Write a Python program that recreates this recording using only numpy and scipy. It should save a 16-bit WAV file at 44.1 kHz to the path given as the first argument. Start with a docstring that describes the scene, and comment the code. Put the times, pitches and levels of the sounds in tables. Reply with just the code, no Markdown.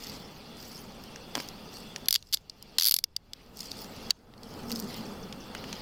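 """Faint clinks and cloth rustle open a quiet street of murmuring traffic (shaped noise) and shrilling insects
(resonated noise); at 1.4 s a forearm bumps a chest-worn camera, whose case booms in a few modes.
From 2.1 to 3 s steel handcuffs ratchet shut in quick runs: each snap is a contact force ringing steel modes.
Single clinks and dull knocks follow, a hard one at 4.1 s; a gliding sine drone peaks near 4.7 s and a small
bird ticks in falling whistles from 5 s. A limiter makes the street sink at loud sounds and swell back."""
import sys
import numpy as np
from scipy import signal
from scipy.fft import rfft, irfft, next_fast_len
from scipy.io import wavfile
from scipy.ndimage import uniform_filter1d, minimum_filter1d

SR = 44100
rng = np.random.default_rng(int(sys.argv[2]) if len(sys.argv) > 2 else 0)


def dump(signal):
    """Clip the signal to [-1, 1] and save it as 16-bit WAV at the path in sys.argv[1]."""
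    limited = np.clip(np.atleast_2d(signal).T, -1, 1)
    pcm = np.round(limited * 32767).astype(np.int16)
    wavfile.write(sys.argv[1], SR, pcm)


N = 256431
TIME = np.arange(N) / SR

# resonances of the steel cuff, the wide ones making the crack: f/Hz, width/Hz, relative level/dB
CUFF_MODES = [(1210, 300, -16), (2160, 160, -12.5), (2846, 150, -10), (3530, 340, 4), (4207, 170, -1),
              (4630, 253, 6.5), (5230, 170, -0.5), (6000, 150, -7), (7270, 900, -4.5), (9520, 290, -5.5),
              (11720, 750, 4), (11370, 1500, -1), (13600, 1350, 0), (17000, 360, 0.5)]
CREEP_S, CHATTER_S = 0.0004, 0.0017  # steel contact: build-up before the snap, chatter after it


def from_db(db):
    """Level to amplitude: 20 dB is a factor of ten."""
    return 10 ** (np.asarray(db) / 20)


def rms_one(x):
    """Normalise the mean power to one."""
    return x / np.sqrt(np.mean(x ** 2) + 1e-20)


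def unit_blow(x):
    """Normalise a transient by energy, to that of 4 ms at unit rms."""
    return x / np.sqrt(np.sum(x ** 2) / (0.004 * SR) + 1e-20)


def drift(rate_hz):
    """Low-pass noise: two equal real poles leave a slow random wander of unit rms."""
    step = 40  # samples between computed points
    pole = np.exp(-2 * np.pi * rate_hz * step / SR)
    settle = 2000
    noise = rng.standard_normal(N // step + settle + 2)
    slow = signal.lfilter([1], [1, -2 * pole, pole * pole], noise)[settle:]
    return np.interp(np.arange(N) / step, np.arange(len(slow)), rms_one(slow))


def colour(x, spectrum):
    """Spectral shaping: weight each frequency, level straight over log frequency; unit rms."""
    size = next_fast_len(N)
    hz, level_db = np.transpose(spectrum)
    bins = np.maximum(np.fft.rfftfreq(size, 1 / SR), 1)
    gain = from_db(np.interp(np.log(bins), np.log(hz), level_db))
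    return rms_one(irfft(rfft(x, size) * gain, size)[:N])


def resonate(x, hz, width_hz):
    """Damped oscillator: a two-pole resonance with gain near 1 at its peak."""
    r = np.exp(-np.pi * width_hz / SR)
    feed = np.array([1, 0, -1]) * (1 - r * r) / 2
    return signal.lfilter(feed, [1, -2 * r * np.cos(2 * np.pi * hz / SR), r * r], x)


def add(out, s, sound):
    """Linear superposition: mix a sound in at a time."""
    at = min(max(round(s * SR), 0), N)
    out[at:at + len(sound)] += sound[:N - at]


def blows(events, modes, snap, creep_s, chatter_s, tail_db, tail_s, detune, uneven_db):
    """Modal impact: creep, a snap, brief chatter and a fading tail excite modes; grip shifts the middle ones."""
    group_edges_hz = [3900, 8500]  # borders between low, middle and high modes: f/Hz
    nominal_ring_hz = 4650  # an event's ring at this pitch leaves the middle modes unshifted
    lead = 100  # samples of creep ahead of the snap
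    out = np.zeros(N)
    t = (np.arange(SR // 8) - lead) / SR
    creep = np.exp(-abs(t) / creep_s)
    chatter = np.exp(-(t / chatter_s) ** 2)
    tail = from_db(tail_db) * np.exp(-abs(t) / tail_s)
    contact = np.where(t < 0, creep, chatter + tail)
    for s, level_db, low_db, high_db, ring_hz in events:
        groups = np.zeros((3, len(t)))
        chances = rng.standard_normal((len(modes), 2))
        for k, ((hz, width_hz, mode_db), (shift, strength)) in enumerate(zip(modes, chances)):
            force = contact * rng.standard_normal(len(t))  # the chatter reaches every mode differently
            force[lead] += snap
            group = np.searchsorted(group_edges_hz, hz)
            grip = ring_hz / nominal_ring_hz if group == 1 else 1
            ring = unit_blow(resonate(force, hz * grip * (1 + detune * shift), width_hz))
            groups[group] += (-1) ** k * from_db(mode_db + uneven_db * strength) * ring
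        low, middle, high = map(unit_blow, groups)
        blow = unit_blow(from_db(low_db) * low + middle + from_db(high_db) * high)
        add(out, s - lead / SR, from_db(level_db) * blow)
    return out


def insects(swing_db):
    """Narrow-band noise: twice-resonated noise shrills far off, each band's level wandering slowly."""
    bands = [(2750, 260, -67.5), (3436, 260, -65)]  # evening shrilling: f/Hz, width/Hz of each resonance, mean level/dB
    out = np.zeros(N)
    for hz, width_hz, level_db in bands:
        shrill = resonate(resonate(rng.standard_normal(N), hz, width_hz), hz, width_hz)
        out += from_db(level_db + swing_db * drift(4)) * rms_one(shrill)
    return out


def traffic():
    """Broadband noise with a level curve: far traffic murmurs and swells as a vehicle goes by."""
    level_curve = [(0, -50), (0.13, -45), (0.35, -48.5), (1.7, -46.5), (2.6, -50.5), (3.1, -49.5),
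                   (3.4, -44.5), (3.95, -46), (4.6, -36), (4.82, -43.5), (5.1, -42), (5.42, -46),
                   (5.6, -42), (5.8, -44)]  # street level joined by straight lines: t/s, level/dB
    murmur_spectrum = [(40, -8), (100, -8.5), (160, -3), (225, -0.5), (335, -9), (450, -6), (640, -12.5),
                       (850, -10.5), (1050, -16.5), (1250, -14), (1700, -23.5), (4000, -38.5)]  # relative spectrum: f/Hz, level/dB per Hz
    s, level_db = np.transpose(level_curve)
    murmur = colour(rng.standard_normal(N), murmur_spectrum)
    return from_db(np.interp(TIME, s, level_db)) * murmur


def drone():
    """Frequency modulation: a wavering two-partial tone sinks in pitch, as of a far engine slowing down."""
    peak_s, peak_hz, peak_db = 4.68, 233.5, -37.5  # pitch and level before the random waver
    sag_octaves_per_s, rise_db_per_s, fade_db_per_s = 0.49, 48, 22.5
    t = TIME - peak_s
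    hz = peak_hz * 2 ** (-sag_octaves_per_s * t)
    level_db = peak_db + np.minimum(rise_db_per_s * t, -fade_db_per_s * t)
    phase = 2 * np.pi * np.cumsum(hz * (1 + 0.055 * drift(27))) / SR
    waver = from_db(3.5 * drift(16))
    tone = np.sin(phase) + from_db(-10.5) * np.sin(2 * phase)
    return from_db(level_db) * waver * tone


def bird(length_s, top_hz, bottom_hz, count):
    """Exponential chirp: each evenly paced tick is a thin whistle that drops quickly."""
    start_s, gap_s, peak_db = 5.052, 0.1745, -46.5
    out = np.zeros(N)
    u = np.linspace(0, 1, int(length_s * SR))
    hz = top_hz * (bottom_hz / top_hz) ** u
    whistle = np.sin(2 * np.pi * np.cumsum(hz) / SR) * np.sin(np.pi * u)
    for k in range(count):
        add(out, start_s + k * gap_s, from_db(peak_db) * whistle)
    return out


def rubbing():
    """Power addition: strokes swell, hold and die over the resting rustle; sleeve and fibre levels in dB."""
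    # arm strokes against knitwear, before the cloth gains: t/s, length/s, sleeve level/dB, fibre level/dB
    strokes = [(0.01, 0.13, -50.5, -50.5), (0.585, 0.19, -59.5, -54.5), (1.378, 0.04, -48, -52),
               (1.736, 0.05, -60, -54), (2.193, 0.11, -59.5, -49.5), (3.353, 0.06, -48.5, -61.5),
               (3.591, 0.04, -49, -42.5), (3.699, 0.12, -56, -52.5), (3.922, 0.27, -56.5, -59),
               (4.439, 0.16, -49.5, -53.5), (4.695, 0.086, -67, -45.5), (4.899, 0.09, -48.5, -55),
               (5.565, 0.11, -52, -79), (5.69, 0.11, -47, -58.5)]
    attack_s, release_s = 0.025, 0.06
    sleeve, fibres = from_db(-57) ** 2, from_db(-65) ** 2  # the cloth never lies quite still
    for s, length_s, sleeve_db, fibre_db in strokes:
        before = np.maximum(s - TIME, 0)
        after = np.maximum(TIME - s - length_s, 0)
        stroke = np.exp(-before / attack_s - after / release_s)
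        sleeve = sleeve + (from_db(sleeve_db) * stroke) ** 2
        fibres = fibres + (from_db(fibre_db) * stroke) ** 2
    return 10 * np.log10(sleeve), 10 * np.log10(fibres)


def friction(level_db, spectrum, grains_per_s, size_spread, grain_share, grain_growth, patchy_db):
    """Stick-slip: threads catch in grains over a hiss, more under pressure; folds favour changing bands."""
    sizes = np.exp(np.clip(size_spread, 0, 1) * rng.standard_normal(N)) * rng.choice([-1, 1], N)
    grains = rms_one(sizes * (rng.random(N) < grains_per_s / SR))
    share = grain_share * from_db(grain_growth * (level_db - level_db.max()))
    hiss = rng.standard_normal((2, N))
    rub = (hiss + share * grains) / np.sqrt(1 + share ** 2)
    edges_hz = np.geomspace(600, 17000, 37)
    folds = np.zeros(N)
    for k, band_hz in enumerate(zip(edges_hz, edges_hz[1:])):
        band_filter = signal.butter(2, band_hz, "band", fs=SR, output="sos")
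        folds += signal.sosfilt(band_filter, rub[k % 2]) * from_db(patchy_db * drift(18.4))
    return from_db(level_db) * colour(folds, spectrum)


def clothes(sleeve_db, fibre_db):
    """Dry friction: knitted sleeves rub softly and crackle where they drag over skin and steel."""
    # relative spectra of the soft rub and the crisp fibres: f/Hz, level/dB per Hz
    sleeve_spectrum = [(600, -24), (1400, -11), (1900, 1), (2350, 1.5), (2750, 2.5), (3150, 4), (3430, 3.5),
                       (3720, -1), (4500, 5.5), (5800, -6.5), (7500, -31)]
    fibre_spectrum = [(1500, -12.5), (3500, -9.5), (4300, 7.5), (4950, 9.5), (5700, 5), (6800, -0.5),
                      (8500, -4), (11500, -8), (15000, -0.5), (17000, -46)]
    sleeve = friction(sleeve_db, sleeve_spectrum, grains_per_s=200, size_spread=0.39,
                      grain_share=0.94, grain_growth=0.74, patchy_db=3.0)
    fibres = friction(fibre_db, fibre_spectrum, grains_per_s=250, size_spread=0.38,
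                      grain_share=3.3, grain_growth=0.66, patchy_db=4.0)
    return from_db(0.28) * sleeve + from_db(4.5) * fibres


def bump():
    """Impulse response: soft blows of a forearm make the camera case boom briefly in its modes."""
    blow_levels = [(1.363, -34), (1.372, -32.5), (1.379, -30), (1.4, -35)]  # forearm blows: t/s, level/dB
    case_modes = [(156, 48, -16), (264, 56, 3), (536, 390, 0.5), (966, 18, -7)]  # resonances of the case: f/Hz, width/Hz, relative level/dB
    force = np.zeros(SR // 8)
    force[0] = 1
    boom = np.zeros(len(force))
    for hz, width_hz, mode_db in case_modes:
        boom += from_db(mode_db) * unit_blow(resonate(force, hz, width_hz))
    boom = unit_blow(boom)
    out = np.zeros(N)
    for s, level_db in blow_levels:
        add(out, s, from_db(level_db) * boom)
    return out


def gear_knocks():
    """Modal impact with heavy damping: hands, cuffs and gear knock dully."""
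    knock_list = [(1.1595, -39.5, -2), (1.3532, -24, 3.5), (1.402, -32.5, -3), (1.9611, -31, -2),
                  (2.0852, -14.5, -0.5), (2.786, -13.5, 4.5), (4.0996, -24.5, -1), (4.1064, -9.5, 10),
                  (4.338, -38, 5.5), (4.7061, -35, 2), (5.3262, -37.5, 2.5), (5.5499, -33, 14),
                  (5.641, -40, 21), (5.7284, -32.5, -1)]  # dull knocks: t/s, level/dB, low over middle modes/dB
    gear_modes = [(331, 270, -8), (1070, 670, -9), (1683, 180, -6), (2144, 480, -5), (2797, 350, -4.5),
                  (3120, 540, 0.5), (4730, 720, -1), (5640, 670, -2.5), (10380, 1300, -7),
                  (14260, 3000, -6)]  # resonances of the gear: f/Hz, width/Hz, relative level/dB
    high_db, ring_hz = -27, 4750  # high over middle modes, ring that shifts the middle modes
    events = [(s, level_db, low_db, high_db, ring_hz) for s, level_db, low_db in knock_list]
    return blows(events, gear_modes, snap=28, creep_s=CREEP_S, chatter_s=0.0026,
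                 tail_db=-2.5, tail_s=0.0054, detune=0.055, uneven_db=2.5)


def chain_ticks(fibre_db):
    """Level-driven random arrivals: links touch more often and harder the more the cloth drags."""
    most_per_s = 55  # mean rate at the hardest rub
    over_db, spread_db = 5.5, 9  # least level over the fibre curve, further random range
    low_db, high_db, ring_hz = -14, -9, 4960  # mode groups over the middle one, ring
    due = np.cumsum(most_per_s * from_db(fibre_db - fibre_db.max())) / SR
    chance = rng.random((120, 2))  # one arrival per unit of due, at most 120
    at = np.searchsorted(due, np.arange(len(chance)) + chance[:, 0])
    return [(i / SR, fibre_db[i] + over_db + spread_db * size ** 2, low_db, high_db, ring_hz)
            for i, size in zip(at, chance[:, 1]) if i < N]


def loose_steel(fibre_db):
    """Modal impact: bow, lock and chain clink singly, and the chain ticks as cloth drags over it."""
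    # levels before the bass cut: t/s, level/dB, low over middle modes/dB, high over middle modes/dB, ring f/Hz
    clinks = [(0.038, -40, -19, -20, 5530), (0.07, -41, -2, -12, 5150), (1.038, -45.5, -12, -5, 5130),
              (1.4872, -37, -9, -9, 5030), (2.0582, -40.5, -21, -12, 4750), (2.2258, -28, 2, -13, 4560),
              (2.3718, -24, -1, -19, 4670), (2.4974, -24, -14, -35, 4660), (2.6255, -34.5, -14, -3, 5100),
              (3.0401, 4, -9, -8.5, 4920), (3.1646, -4, -10, -15, 4940), (3.334, -19.5, -4.5, -14, 4650),
              (3.5715, -38.5, -21, 5, 5100), (3.607, -27.5, -26, -11, 5100), (3.716, -29, -9, -18.5, 4750),
              (4.1065, 2.5, -28, -16.5, 4390), (4.3788, -40.5, -13, -24, 4350),
              (4.4329, -33, -8, -12, 4780), (4.7172, -29, -22, -7, 4430), (4.7994, -34, -25.5, -1.5, 5240)]
    return blows(clinks + chain_ticks(fibre_db), CUFF_MODES, snap=8.5, creep_s=CREEP_S, chatter_s=CHATTER_S,
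                 tail_db=-31, tail_s=0.0054, detune=0.027, uneven_db=1.0)


def slide(snaps, longest_gap_s, below_db):
    """Sliding friction: in a quick run the pawl scrapes up the back of each tooth until the next snap."""
    pressure = np.zeros(N)
    for (s, level_db, *_), (next_s, *_) in zip(snaps, snaps[1:]):
        if next_s - s < longest_gap_s:
            pressure[round(s * SR):round(next_s * SR)] = from_db(level_db + below_db)
    steel = np.zeros(N)
    for hz, width_hz, mode_db in CUFF_MODES:
        ring = resonate(rng.standard_normal(N), hz, 2 * width_hz)  # contact doubles the damping
        steel += from_db(mode_db) * rms_one(ring)
    return pressure * rms_one(steel)


def teeth():
    """Kinematics of the pawl: gaps between snaps change evenly along a push, as do level and brightness."""
    # pushes on the bow, levels before sag and chance: first snap t/s, last snap t/s, teeth,
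    # first over last gap, first level/dB, last level/dB, first and last high over middle modes/dB
    pushes = [(2.0847, 2.159, 6, 3.57, 2, -0.5, 1.5, -11), (2.3267, 2.3447, 5, 1.56, -9, -3.5, -10, -4),
              (2.7846, 2.884, 11, 2.05, -3, 1.5, -7.5, 3), (2.894, 2.921, 3, 1.76, 1, 3.5, 1, 1.5),
              (2.9414, 2.9878, 3, 0.99, 5, 1.5, 2, -1.5)]
    ring_hz, ring_spread = 4660, 0.0097  # mean ring, spread as a share of it
    low_db, low_spread_db = -9, 2  # mean of low over middle modes, spread
    uneven_db = 1.92  # level spread from tooth to tooth
    sag_db = 2.5  # mid-push weakening, where the pawl only skims the teeth
    rows = []
    for first_s, last_s, count, gap_ratio, first_db, last_db, first_high_db, last_high_db in pushes:
        count = round(count)
        travel = np.append(0, np.cumsum(np.linspace(gap_ratio, 1, count - 1)))
        times = first_s + (last_s - first_s) * travel / travel[-1]
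        strength, body, grip = rng.standard_normal((count, 3)).T
        sag = sag_db * np.sin(np.linspace(0, np.pi, count)) * (count > 3)  # long pushes only
        levels = np.linspace(first_db, last_db, count) - sag + uneven_db * strength
        lows = low_db + low_spread_db * body
        highs = np.linspace(first_high_db, last_high_db, count)
        rings = ring_hz * (1 + ring_spread * grip)
        rows += zip(times, levels, lows, highs, rings)
    return rows


def ratchet(snaps):
    """Modal impact: the pawl snaps over each tooth and rings the steel cuff."""
    return blows(snaps, CUFF_MODES, snap=6.5, creep_s=CREEP_S, chatter_s=CHATTER_S,
                 tail_db=-28, tail_s=0.013, detune=0.007, uneven_db=2.0)


def thin_steel(x, lowest_hz):
    """Radiation efficiency: small steel parts radiate almost no bass, hence a high-pass."""
    return signal.sosfilt(signal.butter(2, lowest_hz, "high", fs=SR, output="sos"), x)


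def scene():
    """Superposition: street, clothes and gear around the handcuffs."""
    sleeve_db, fibre_db = rubbing()
    far = insects(swing_db=3.5) + traffic() + drone()
    far += bird(length_s=0.015, top_hz=7100, bottom_hz=4350, count=5)
    near = clothes(sleeve_db, fibre_db) + bump() + gear_knocks()
    snaps = teeth()
    scrape = slide(snaps, longest_gap_s=0.017, below_db=-18)
    steel = thin_steel(loose_steel(fibre_db) + scrape + ratchet(snaps), lowest_hz=1100)
    return (far + near + steel)[None]


def limiter(x, ceiling_db, window_s, hold_s, release_db_per_s):
    """Gain control by short-time power: gain drops just ahead of a loud sound, holds, then climbs slowly."""
    power = np.maximum(uniform_filter1d(x ** 2, int(window_s * SR)), 1e-12)
    over_db = np.maximum(10 * np.log10(power) - ceiling_db, 0)
    half = int(hold_s * SR / 2)
    # the origin turns the window backward, so each excess is held afterwards
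    held_db = -minimum_filter1d(-over_db, 2 * half + 1, origin=half, mode="constant")
    release_db = release_db_per_s * TIME
    cut_db = np.maximum.accumulate(held_db + release_db) - release_db
    return x * from_db(-cut_db)


def record(dry):
    """Transmission chain: the camera's limiter, its own low noise, and an elliptic low-pass."""
    floor_spectrum = [(20, -3.5), (32, 4.5), (50, -2.5), (110, -4), (220, -15), (600, -23), (2000, -34.5),
                      (16000, -56)]  # relative spectrum of the noise: f/Hz, level/dB per Hz
    cutoff_hz = 16300
    limited = limiter(dry[0], ceiling_db=-21.5, window_s=0.015, hold_s=0.07, release_db_per_s=31)
    floor = from_db(-60.0) * colour(rng.standard_normal(N), floor_spectrum)
    low_pass = signal.ellip(10, 0.3, 80, cutoff_hz, fs=SR, output="sos")
    return signal.sosfilt(low_pass, limited + floor)[None]


dry = scene()
out = record(dry)
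dump(out)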